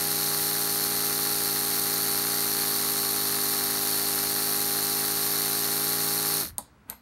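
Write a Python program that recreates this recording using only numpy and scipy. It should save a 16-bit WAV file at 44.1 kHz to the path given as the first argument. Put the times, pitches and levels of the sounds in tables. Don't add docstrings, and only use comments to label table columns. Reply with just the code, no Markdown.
import sys
import numpy as np
from scipy import signal
from scipy.fft import rfft, irfft, next_fast_len
from scipy.io import wavfile
from scipy.ndimage import map_coordinates

SR = 44100
rng = np.random.default_rng(int(sys.argv[2]) if len(sys.argv) > 2 else 0)


def digitize_waveform(pressure):
    field = np.atleast_2d(pressure).T
    bounded = np.clip(field, -1, 1)
    quanta = np.round(bounded * 32767).astype(np.int16)
    wavfile.write(sys.argv[1], SR, quanta)


N = 309141

# frequency in Hz, relative level in dB.
ROOM_AIR = [(15, -46), (25, -33), (49, -18), (66, -20), (77, -20), (93, -16), (135, -2), (176, -11.5),
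            (243, -5.5), (383, -19.5), (1460, -18.5), (3090, -32.5), (15000, -45)]
# frequency in Hz, seconds to fade by 60 dB.
ECHO_TIMES = [(150, .3), (1000, .25), (5000, 0.34), (10000, 0.14), (16000, .17)]
# peak time in seconds, level in dB.
BUTTON_RUBS = [(6.901, -42), (6.928, -44.5)]
# frequency in Hz, relative level in dB.
RUB_TONE = [(88, -34), (150, -10), (772, -21), (918, -5), (1050, -17), (1570, -14), (1700, -28),
            (1950, -18.5), (6180, -39), (11700, -29), (15000, -44)]
# start in seconds, snap gain in dB, thud gain in dB,
# thud delay in seconds, after-ring pitch in Hz, after-ring gain in dB.
SWITCH_CLICKS = [(6.5825, -14, -34, 0.0012, 4360, -62), (6.8998, -18.5, -47.5, 0.00078, 11800, -47)]
# pitch in Hz, width in Hz, relative dB pressed, then released.
SPRING_RINGS = [(4280, 1400, -10, -11.5), (6640, 1080, -11, -10), (8400, 1300, -0.5, -2.5),
                (9500, 1200, 1.5, -7), (11800, 1200, -2.5, -2), (12850, 1400, -9, 0),
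                (15000, 1000, -11, -16)]
# pitch in Hz, width in Hz, relative level in dB.
HOUSING_RINGS = [(242, 130, -0.5), (378, 110, -7), (620, 280, -5), (890, 230, 0), (1187, 290, -10),
                 (2000, 820, -23), (4400, 800, -15)]
# frequency in Hz, relative level in dB.
RUSTLE_TONE = [(300, -22.5), (900, -20.5), (1500, -1), (2000, 1.5), (2600, -5.5), (3400, -6.5), (6000, -9),
               (14000, -30)]
# pitch in Hz, width in Hz, relative level in dB.
SHELL_RINGS = [(2760, 990, -19), (4000, 900, -8), (4370, 600, -2.5), (5350, 550, -9.5), (6170, 2430, -9.5),
               (8320, 460, -10), (9060, 940, -4), (9900, 620, -3.5), (10920, 580, -4), (11610, 700, -5.5),
               (12790, 850, 0), (13510, 840, -6.5), (14480, 1330, -9.5), (15550, 770, -14.5)]
# frequency in Hz, relative level in dB.
KNOCK_TONE = [(60, -35.5), (200, -5), (500, -4.5), (800, -3), (1150, 2.5), (1750, 2), (2400, -6),
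              (3200, -10), (5000, -24.5), (12000, -31.5)]
# time in seconds, slow motor in Hz, fast motor in Hz.
MOTOR_SPEEDS = [(0.1, 155.6, 250.8), (0.6, 154.9, 252.1), (1.8, 153.9, 251.3), (2.3, 154.2, 250.9),
                (3.1, 152.5, 250.9), (3.7, 152.3, 250.6), (4.4, 153.0, 251.3), (5.1, 152.8, 251.6),
                (5.7, 154.5, 250.9), (6.1, 155.0, 253.6)]
# multiple of the slow speed, multiple of the fast speed, relative level in dB.
HUM_TONES = [(-1, 1, -55), (1, 0, -45.5), (3, -1, -52), (0, 1, -46), (2, 0, -45), (4, -1, -54), (1, 1, -41),
             (3, 0, -52.5), (2, 1, -59.5), (-1, 3, -54.5), (-2, 4, -57), (3, 1, -52.5), (2, 2, -43.5),
             (1, 3, -56.5), (3, 2, -60), (0, 4, -62), (4, 2, -50.5), (6, 1, -54), (3, 3, -62), (5, 2, -55),
             (7, 1, -55), (9, 0, -54)]

TOP_HZ = 15750
POWER_OFF_S, COAST_S = 6.41, 0.115
SETTLE_DB_PER_S = 180
STICK_AFTER_S, STICK_DB_PER_S = 0.076, 329


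def amp(db):
    return 10 ** (np.asarray(db) / 20)


def unit(x):
    return x / np.sqrt(np.mean(x ** 2) + 1e-20)


def along(points, hz):
    freqs, values = np.transpose(points)
    return np.interp(np.log(hz + 1), np.log(freqs + 1), values)


def curves(rows):
    times, *columns = np.transpose(rows)
    return [np.interp(np.arange(N) / SR, times, column) for column in columns]


def wobble(rate):
    return map_coordinates(rng.standard_normal(int(N * rate / SR) + 4), [np.arange(N) * rate / SR])


def slope(points):
    return lambda hz: amp(along(points, hz))


def peaks(rings):
    def peak(hz, centre, width):
        return (hz * width) ** 2 / ((centre ** 2 - hz ** 2) ** 2 + (hz * width) ** 2)
    return lambda hz: np.sqrt(sum((amp(db) * peak(hz, centre, width)) ** 2 for centre, width, db in rings))


def coloured(x, shape):
    size = 8192
    gain = unit(shape(np.fft.rfftfreq(size, 1 / SR)))
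    cepstrum = irfft(np.log(np.maximum(gain, 1e-6)))
    cepstrum[1:size // 2] *= 2
    cepstrum[size // 2 + 1:] = 0
    return signal.oaconvolve(x, irfft(np.exp(rfft(cepstrum))))[:N]


def burst(start, fade_s):
    t = np.arange(N) / SR - start
    return (t >= 0) * np.exp(-np.log(1000) * np.abs(t) / fade_s)


def background(air_db=-59, drone_db=-62):
    air = amp(air_db) * coloured(rng.standard_normal(N), slope(ROOM_AIR))
    drone = amp(drone_db) * coloured(rng.standard_normal(N), peaks([(66.7, 29, 0)]))
    return air + drone


def room_echo(x):
    hz, t, noise = signal.stft(rng.standard_normal(SR // 2), SR, nperseg=256)
    fade = np.exp(-np.log(1000) * t / along(ECHO_TIMES, hz)[:, None])
    tail = signal.istft(noise * fade, SR, nperseg=256)[1]
    return signal.fftconvolve(x, tail / np.linalg.norm(tail))[:N]


def button_rub(rise_s=0.009, fall_s=0.0096):
    t = np.arange(N) / SR
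    force = sum(amp(db) * np.exp(-np.maximum((peak - t) / rise_s, (t - peak) / fall_s))
                for peak, db in BUTTON_RUBS)
    return force * coloured(rng.standard_normal(N), slope(RUB_TONE))


def switch(strike_db=13, chatter_db=-10, ring_db=-21, after_width_hz=450):
    out = button_rub()
    for stroke, (start, snap_db, thud_db, delay, after_hz, after_db) in enumerate(SWITCH_CLICKS):
        chatter = amp(chatter_db) * burst(start, fade_s=0.0091)
        ring = amp(ring_db) * burst(start, fade_s=0.042)
        snap = (chatter + ring) * rng.standard_normal(N)
        snap[round(start * SR)] += amp(strike_db)
        spring = [(hz, width, levels[stroke]) for hz, width, *levels in SPRING_RINGS]
        out += amp(snap_db) * coloured(snap, peaks(spring))
        thud = burst(start + delay, fade_s=0.079) * rng.standard_normal(N)
        out += amp(thud_db) * coloured(thud, peaks(HOUSING_RINGS))
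        after_ring = burst(start, fade_s=0.25) * rng.standard_normal(N)
        out += amp(after_db) * coloured(after_ring, peaks([(after_hz, after_width_hz, 0)]))
    return out


def time_off():
    return np.maximum(np.arange(N) / SR - POWER_OFF_S, 0)


def pace():
    return np.exp(-time_off() / COAST_S)


def settling():
    t = time_off()
    return amp(-SETTLE_DB_PER_S * t - STICK_DB_PER_S * np.maximum(t - STICK_AFTER_S, 0))


def rocking(fast_angle, level_db=-44, rock_hz=92, width_hz=22):
    hz = curves(MOTOR_SPEEDS)[1] * pace()
    return amp(level_db) * np.exp(-((hz - rock_hz) / width_hz) ** 2) * np.cos(fast_angle)


def rustle(rubs_per_s=7000, scatter_db=3):
    hits = rng.random(N) < rubs_per_s / SR
    rubs = hits * rng.choice([-1, 1], N) * amp(scatter_db * rng.standard_normal(N))
    return unit(coloured(rubs, slope(RUSTLE_TONE)))


def knocks(bounce, jitter_s=0.00024, scatter_db=3.5, back_share=0.4, rebound=0.31, rebound_s=0.000905):
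    turns = signal.find_peaks(np.abs(bounce))[0]
    size_luck, time_luck, gap_luck = rng.standard_normal((len(turns), 3)).T
    side = np.where(bounce[turns] > 0, -1, back_share)
    force = bounce[turns] ** 2 * side * amp(scatter_db * np.tanh(size_luck))
    first = turns + jitter_s * SR * time_luck
    second = first + rebound_s * SR * np.exp(0.5 * gap_luck)
    when = np.clip(np.round(np.r_[first, second]).astype(int), 0, N - 1)
    hits = np.bincount(when, np.r_[force, rebound * force], N)
    return unit(coloured(hits, slope(KNOCK_TONE)))


def hum(slow_angle, fast_angle, gain_db=1.55, lead_s=0.000995, grip_db_per_hz=1.4,
        waver_db=0.4, shift_db=2.5, flutter_db=1.5, firm_db=-40, loose_span_db=12):
    out, t = np.zeros(N), time_off()
    slow_hz, fast_hz = curves(MOTOR_SPEEDS)
    for slow_times, fast_times, db in HUM_TONES:
        hz = slow_times * slow_hz.mean() + fast_times * fast_hz.mean()
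        khz = hz / 1000
        phase = 2 * np.pi * hz * lead_s + 1.36 * khz * wobble(3)
        level = db + waver_db * wobble(14)
        if (slow_times, fast_times) == (1, 0):
            level += grip_db_per_hz * (slow_hz - slow_hz.mean())
        unsteady = khz * np.clip((firm_db - db) / loose_span_db, 0, 1)
        level += unsteady * (shift_db * np.tanh(wobble(1.3)) + flutter_db * wobble(35))
        level -= t * (105 + 130 * khz)
        out += amp(level) * np.cos(slow_times * slow_angle + fast_times * fast_angle + phase)
    return out * amp(gain_db)


def rattle(swing, density=18000, loose=0.24, scatter_db=1, clump_db=1):
    hits = rng.random(N) < density / SR * (loose + swing ** 2)
    sizes = amp(-scatter_db * rng.standard_normal(N) + clump_db * wobble(600))
    return unit(coloured(hits * sizes * rng.choice([-1, 1], N), peaks(SHELL_RINGS)))


def buzzing_case(knock_db=-41, rattle_db=-27, rustle_db=-44, drift_hz=0.15, judder_hz=0.6, lag_rad=1.1):
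    stumble_hz = 55 * np.sqrt(pace() * (1 - pace()))
    speeds = [hz * pace() + drift_hz * wobble(12) + (judder_hz + stumble_hz) * wobble(90)
              for hz in curves(MOTOR_SPEEDS)]
    slow_angle, fast_angle = 2 * np.pi * np.cumsum(speeds, axis=1) / SR
    swing = (np.cos(slow_angle) + 0.67 * np.cos(fast_angle)) / 2
    bounce = (np.cos(slow_angle) + 0.7 * np.cos(fast_angle - lag_rad)) / 2
    thumps = amp(knock_db) * knocks(bounce) * settling() ** 0.69
    grains = (amp(rattle_db) * rattle(swing) + amp(rustle_db) * rustle()) * settling()
    return hum(slow_angle, fast_angle) + rocking(fast_angle) + thumps + grains


def scene(echo_db=-9):
    clicks = switch()
    return (buzzing_case() + clicks + amp(echo_db) * room_echo(clicks) + background())[None]


def record(dry):
    size = next_fast_len(N + SR // 2)
    kept = np.fft.rfftfreq(size, 1 / SR) < TOP_HZ
    return irfft(rfft(dry, size) * kept, size)[..., :N]


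dry = scene()
out = record(dry)
digitize_waveform(out)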